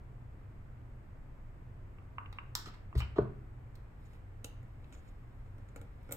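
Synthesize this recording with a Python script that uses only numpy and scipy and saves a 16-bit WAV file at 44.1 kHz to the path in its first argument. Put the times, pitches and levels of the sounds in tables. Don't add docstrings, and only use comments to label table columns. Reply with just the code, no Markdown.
import sys
import numpy as np
from scipy import signal
from scipy.fft import rfft, irfft
from scipy.io import wavfile

SR = 44100
rng = np.random.default_rng(int(sys.argv[2]) if len(sys.argv) > 2 else 0)


def unload_wav(signal):
    wavfile.write(
        sys.argv[1],
        SR,
        np.round(np.clip(np.atleast_2d(signal).T, -1, 1) * 32767).astype(np.int16),
    )


N = 271960
TIME = np.arange(N) / SR

# start in seconds, level in dB, contact cutoff in Hz.
GUN_CLACKS = [(1.985, -43, 1694), (2.1828, -17.5, 1300), (2.259, -41, 2700), (2.3858, -25, 2000),
              (2.9275, -25, 840), (3.004, -27, 1610)]
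# pitch in Hz, level in dB, t60 in seconds.
GUN_MODES = [(880, -10, 0.0048), (1139, -5, 0.02), (1584, -10, 0.019), (2000, -3.5, 0.006),
             (2760, 0.5, 0.013), (3920, -21, 0.006), (7000, -22.5, .006)]
# start in seconds, level in dB, tilt in dB per octave, chatter t60 in seconds.
GUN_SKIDS = [(3.007, -30.5, -3, 0.18)]
# frequency in Hz, gain in dB.
SKID_EQ = [(500, -14.5), (950, -18), (1200, 0), (1550, -0.5), (1900, -6.5), (2550, 1.5), (3000, 6),
           (3400, -15), (5400, -20), (7000, -44)]

# start in seconds, level in dB, contact cutoff and low cut in Hz.
TABLE_BLOWS = [(2.667, -36.5, 280, 149), (2.95, -34.5, 1270, 60), (2.9602, -5.5, 78, 56),
               (2.978, -20.5, 79.4, 54.7), (3.02, -13.5, 81.4, 55.4), (3.162, -37, 1250, 200),
               (3.1832, -12, 1210, 244), (3.192, -17.5, 173, 69.4), (3.212, -16.5, 201, 102)]
# pitch in Hz, level in dB, t60 in seconds.
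TABLE_MODES = [(75.1, -10.5, 0.21), (94.5, -30.5, 0.45), (123.7, -6, 0.23), (207.3, -13, 0.27),
               (321, -2.5, 0.048), (414, 0.5, 0.066), (442, -1.5, 0.03), (598, -15, 0.068),
               (680, -13, 0.04), (927, -13, 0.02), (1125, -9, 0.012), (1463, -10.5, 0.021),
               (1740, -5, 0.0029)]

# start in seconds, level in dB, tilt in dB per octave, chatter t60 in seconds.
TWEEZER_CLICKS = [(2.3268, -45.5, -4, 0.014), (2.552, -27, 5, 0.0048), (2.6585, -43, -5.5, 0.016),
                  (2.738, -49, -3.5, 0.054), (2.9514, -43.5, -2.5, 0.06), (3.0038, -36, -6, 0.0074),
                  (3.182, -47.5, -5.5, 0.03), (3.7535, -55.5, 3, 0.019)]
# frequency in Hz, gain in dB.
TWEEZER_EQ = [(500, -15.5), (1100, 2.5), (1800, -1.5), (2500, -1.5), (3000, -10.5), (3500, -1.5),
              (4300, 0.5), (5300, -7.5), (6400, -16.5), (7400, -11.5), (8500, -9), (12500, -15),
              (15500, -20.5)]
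# start in seconds, level in dB, contact cutoff in Hz.
TWEEZER_BLOWS = [(2.5524, -31, 11400), (2.6585, -51, 6950), (3.0038, -47.5, 5200)]
# pitch in Hz, level in dB, t60 in seconds.
TWEEZER_MODES = [(970, -4, 0.013), (1350, 0, 0.0066), (1520, -16, 0.13), (1727, -14, 0.059),
                 (2060, -1.5, 0.006), (3200, 2.5, 0.00515), (3870, -13.5, 0.0057), (5010, 5.5, 0.0087),
                 (5300, -30.5, 0.3), (5500, -28, 0.282), (5550, 11.5, 0.0028), (6960, -30, 0.2),
                 (7580, 8.5, 0.0046)]
# start and length in seconds, level in dB, tilt in dB per octave.
TWEEZER_DRAGS = [(2.66, 0.026, -54.5, -4), (2.974, 0.022, -50, 0), (3.158, 0.028, -47.5, -10.5),
                 (3.212, 0.015, -74, -0.5)]
# frequency in Hz, gain in dB.
DRAG_EQ = [(200, -22), (600, -4), (1300, -0.5), (2200, -2.5), (3000, 3), (3500, -2), (4300, 2.5),
           (5400, -6.5), (7800, -8.5), (13000, -11), (15500, -14)]

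# start in seconds, level in dB, tilt in dB per octave, push on the card in dB.
BEAD_TICKS = [(4.1329, -61, 0, -59), (4.444, -36, 5.5, -39.5), (4.6296, -70, 6, -51),
              (4.925, -47, -3.5, -54.5), (4.933, -53, -5, -62), (4.95, -57, -3, -53), (5.463, -66, -3, -68),
              (5.582, -63.5, 0, -52), (5.687, -58, -2.5, -61), (5.7604, -46, -1, -38.5),
              (5.814, -54.5, 4, -44.5), (6.03, -62, 13, -62), (6.0915, -59, 0, -40.5),
              (6.1102, -47.5, 4.5, -38.5), (6.1173, -45, 4, -38), (6.1227, -27, 11.5, -35),
              (6.1332, -57, 5, -40)]
# frequency in Hz, gain in dB.
TICK_EQ = [(500, -3), (950, -8), (1350, -2), (1700, 4.5), (2050, -1.5), (2700, 4), (3900, 0.5), (5200, -8),
           (6700, -1), (7800, -2.5), (9000, -1.5), (10500, -8), (12000, -7), (14600, -16), (16000, -14)]
# start in seconds, level in dB, contact cutoff in Hz.
BEAD_BLOWS = [(4.4448, -39, 9000), (4.843, -55, 3340), (6.1227, -50, 5930)]
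# pitch in Hz, level in dB, t60 in seconds.
BEAD_MODES = [(2630, 1.5, 0.011), (3240, 4.5, 0.004), (4020, 4.5, 0.0046), (4640, -1, 0.0052),
              (6680, 4, 0.006)]
# pitch in Hz, level in dB, t60 in seconds.
CARD_MODES = [(285, -5.5, 0.074), (469, -3.5, 0.059), (558, -2.5, 0.029), (819, -10, 0.074),
              (1366, -5, 0.017), (2230, -8, 0.013)]
# start and length in seconds, level in dB, tilt in dB per octave.
NAIL_RASPS = [(4.05, 0.018, -78.5, -6), (4.927, 0.017, -66.5, -8), (4.962, 0.033, -78, -2),
              (5.076, 0.013, -76, 0), (5.684, 0.004, -76, 3), (5.7601, 0.002, -67, 6)]
# frequency in Hz, gain in dB.
RASP_EQ = [(500, -48), (3500, -24), (5700, -10), (6500, -1), (7200, 1), (8300, -11), (10000, -26.5),
           (15000, -26)]
# fastest moment in seconds, level in dB.
FINGER_STROKES = [(4.06, -74), (4.15, -72.5), (4.951, -75), (5.087, -75.5), (6.15, -66.5)]
# frequency in Hz, gain in dB.
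RUB_EQ = [(500, -4), (2000, 11), (3500, 5.5), (5300, -3.5), (6400, -9.5), (7500, -8), (9000, 0),
          (15000, -10)]

# frequency in Hz, t60 in seconds, tail level in dB.
ROOM_REVERB = [(102, 1, -5), (405, 0.36, -8), (1193, 0.34, 3), (2520, 0.88, -5.5), (3970, 0.36, -4.5),
               (6780, 0.36, -10.5), (14700, 0.18, -4.5)]
# frequency in Hz, correlation.
PORT_LIKENESS = [(60, 0.96), (280, 0.76), (480, 0.4), (750, 0.0169), (6000, 0.012), (7200, 0.99),
                 (9000, 0.9), (10300, 1), (12000, 1), (13500, 1)]
# frequency in Hz, noise density in dB per Hz.
AIR_SPECTRUM = [(15, -77), (26, -64.5), (36, -69), (70, -72), (125, -74.5), (160, -84), (290, -88.5),
                (450, -93), (1100, -97.5), (2100, -104), (3700, -120), (6400, -126), (8400, -123.5),
                (14300, -128.5), (15300, -139)]
# pitch in Hz, level in dB.
HUM_TONES = [(97, -60), (120, -61)]


def glue_gun():
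    clacks = struck(GUN_CLACKS, GUN_MODES, scatter=0.02)
    skid = clicks(GUN_SKIDS, SKID_EQ, grit_db=3.5, snap_s=0.0016, rise_share=0.014, size=16384)
    return clacks + skid


def table_thumps():
    out = np.zeros(N)
    for start, level_db, cutoff_hz, low_cut_hz in TABLE_BLOWS:
        thump = struck([(start, level_db, cutoff_hz)], TABLE_MODES, scatter=0.004)
        low_cut = signal.butter(2, low_cut_hz, "highpass", fs=SR, output="sos")
        out += signal.sosfilt(low_cut, thump + 1e-18)
    return out


def tweezer_clicks():
    contacts = clicks(TWEEZER_CLICKS, TWEEZER_EQ, grit_db=0, snap_s=0.0039)
    return contacts + struck(TWEEZER_BLOWS, TWEEZER_MODES, scatter=0.001)


def tweezer_scratches():
    return drags(TWEEZER_DRAGS, DRAG_EQ, grit_db=2.5, bite_s=0.00078, release_s=0.0068)


def bead_ticks(snap_t60=0.0063, settle_after_s=0.006, settle_db=-10.5, settle_t60=0.079):
    snaps = [(start, db, tilt, snap_t60) for start, db, tilt, _ in BEAD_TICKS]
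    settles = [(start + settle_after_s, db + settle_db, tilt, settle_t60)
               for start, db, tilt, _ in BEAD_TICKS]
    ticks = clicks(snaps + settles, TICK_EQ, grit_db=-3, snap_s=0.0034)
    return ticks + struck(BEAD_BLOWS, BEAD_MODES, scatter=0.0088)


def card_pats(cutoff_hz=2380):
    pushes = [(start, push_db, cutoff_hz) for start, _, _, push_db in BEAD_TICKS]
    return struck(pushes, CARD_MODES, scatter=0.02)


def nail_rasps():
    return drags(NAIL_RASPS, RASP_EQ, grit_db=2.5, bite_s=0.0011, release_s=0.008)


def finger_rub(grit_db=5, down_s=3.9, resting_db=-83.5, rise_s=0.058, fall_s=0.027):
    slips = rng.standard_normal(N) * undb(grit_db * rng.standard_normal(N))
    rub = irfft(rfft(slips) * undb(curve(RUB_EQ, bins(N))), N)
    effort = undb(resting_db) * np.clip(TIME - down_s, 0, 1)
    for peak_s, level_db in FINGER_STROKES:
        stroke = np.exp(-np.maximum((peak_s - TIME) / rise_s, (TIME - peak_s) / fall_s))
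        effort += undb(level_db) * stroke
    return rub / rub.std() * effort


def struck(blows, modes, scatter, size=22050):
    out, t = np.zeros(N), TIME[:size]
    hz, db, t60 = np.transpose(modes)[:, :, None]
    sign = (-1) ** np.arange(len(modes))[:, None]
    for start, level_db, cutoff_hz in blows:
        detune = 1 + scatter * rng.standard_normal(hz.shape)
        partials = sign * undb(db) * decay(t, t60) * np.sin(2 * np.pi * hz * detune * t)
        contact = signal.butter(3, min(cutoff_hz, SR / 3), fs=SR, output="sos")
        add(out, start, undb(level_db) * signal.sosfilt(contact, partials.sum(axis=0)))
    return out


def clicks(events, eq, grit_db, snap_s, rise_share=0.035, size=4096):
    out, t = np.zeros(N), TIME[:size]
    for start, level_db, tilt_db, t60 in events:
        push, weight = rng.standard_normal((2, size))
        attack = 1 - np.exp(-t / (rise_share * t60))
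        envelope = decay(t, t60) * attack
        force = push * undb(grit_db * weight) * envelope
        force[np.argmax(envelope)] += np.linalg.norm(force) * snap_s / t60
        click = signal.fftconvolve(force, minimum_phase(tilted_eq(eq, tilt_db, size)))
        packed_rms = np.sqrt(np.sum(click ** 2) * 1000 / SR)
        add(out, start, undb(level_db) * click / packed_rms)
    return out


def drags(events, eq, grit_db, bite_s, release_s, size=8192):
    out, t = np.zeros(N), TIME[:size]
    for start, length_s, level_db, tilt_db in events:
        push, weight = rng.standard_normal((2, size))
        force = push * undb(grit_db * weight)
        slips = irfft(rfft(force) * tilted_eq(eq, tilt_db, size))
        pressure = (1 - np.exp(-t / bite_s)) * np.exp(-np.maximum(t - length_s, 0) / release_s)
        add(out, start, undb(level_db) * pressure * slips / slips.std())
    return out


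def room(sound, early_db, early_t60, walls_db, pan_db, wall_rise_s=0.00041, size=32768):
    t, hz = TIME[:size], bins(size)
    centres = np.geomspace(60, 15360, 9)
    noise, tail = diffuse(size), 0
    for centre, band_gains in zip(centres, np.eye(len(centres))):
        band = irfft(noise * curve(np.c_[centres, band_gains], hz))
        fade = decay(t, curve(ROOM_REVERB, centre)) * (1 - np.exp(-t / wall_rise_s))
        tail += band * fade / np.linalg.norm(fade) * undb(curve(ROOM_REVERB, centre, column=2))
    low_cut = hz ** 2 / (hz ** 2 + 800 ** 2)
    fade = decay(t, early_t60)
    early = irfft(diffuse(size) * low_cut) * fade / np.linalg.norm(fade)
    direct = 1 / np.hypot(1, undb(early_db))
    pan = undb(np.array([[pan_db], [-pan_db]]) / 2)
    reverb = undb(walls_db) * tail + direct * undb(early_db) * early
    return direct * pan * sound + signal.fftconvolve(sound[None], reverb, axes=1)[:, :N]


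def motor_hum(waver=0.94, smoothing_samples=8000):
    window = np.hanning(smoothing_samples)[None]
    window /= np.linalg.norm(window)
    hum = np.zeros(N)
    for hz, db in HUM_TONES:
        swell, drift = signal.fftconvolve(rng.standard_normal((2, N)), window, "same", axes=1)
        hum += np.sqrt(2) * undb(db) * (1 + waver * swell) * np.sin(2 * np.pi * hz * TIME + drift)
    return hum


def ventilation():
    return irfft(diffuse(N) * undb(curve(AIR_SPECTRUM, bins(N))), N) * np.sqrt(SR / 2)


def diffuse(size):
    alike = np.clip(curve(PORT_LIKENESS, bins(size)), 0, 0.995)
    mid, side = rfft(rng.standard_normal((2, size)))
    return np.sqrt((1 + alike) / 2) * mid + np.sqrt((1 - alike) / 2) * side * np.array([[1], [-1]])


def tilted_eq(eq, tilt_db, size):
    hz = bins(size)
    octaves = np.log2(np.maximum(hz, 500) / 5000)
    return undb(curve(eq, hz) + tilt_db * octaves)


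def minimum_phase(gain):
    cepstrum = irfft(np.log(gain))
    half = len(cepstrum) // 2
    cepstrum[1:half] *= 2
    cepstrum[half + 1:] = 0
    return irfft(np.exp(rfft(cepstrum)))


def decay(t, t60):
    return np.exp(-np.log(1000) * t / t60)


def undb(db):
    return 10 ** (np.asarray(db) / 20)


def curve(points, hz, column=1):
    table = np.transpose(points)
    return np.interp(np.log(np.maximum(hz, 1)), np.log(table[0]), table[column])


def bins(size):
    return np.fft.rfftfreq(size, 1 / SR)


def add(track, start_s, sound):
    start = int(start_s * SR)
    track[start:start + len(sound)] += sound[:N - start]


def scene():
    gun = glue_gun()
    tweezers = tweezer_clicks()
    scratches = tweezer_scratches()
    beadwork = bead_ticks() + card_pats() + finger_rub() + nail_rasps()
    return (room(gun, early_db=-0.5, early_t60=0.033, walls_db=-7.0, pan_db=-1.0)
            + room(table_thumps(), early_db=0.5, early_t60=0.041, walls_db=-5.0, pan_db=2.0)
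            + room(tweezers, early_db=-4.5, early_t60=0.052, walls_db=1.0, pan_db=-3.0)
            + room(scratches, early_db=-1.0, early_t60=0.032, walls_db=-1.5, pan_db=-1.5)
            + room(beadwork, early_db=2.0, early_t60=0.024, walls_db=-4.0, pan_db=-1.5)
            + ventilation() + motor_hum())


def record(dry):
    port_lag_s, top_hz = 0.000144, 15900
    left = irfft(rfft(dry[0]) * np.exp(-2j * np.pi * bins(N) * port_lag_s), N)
    high_cut = signal.ellip(10, 0.2, 70, top_hz, fs=SR, output="sos")
    return signal.sosfilt(high_cut, np.array([left, dry[1]]))


dry = scene()
out = record(dry)
unload_wav(out)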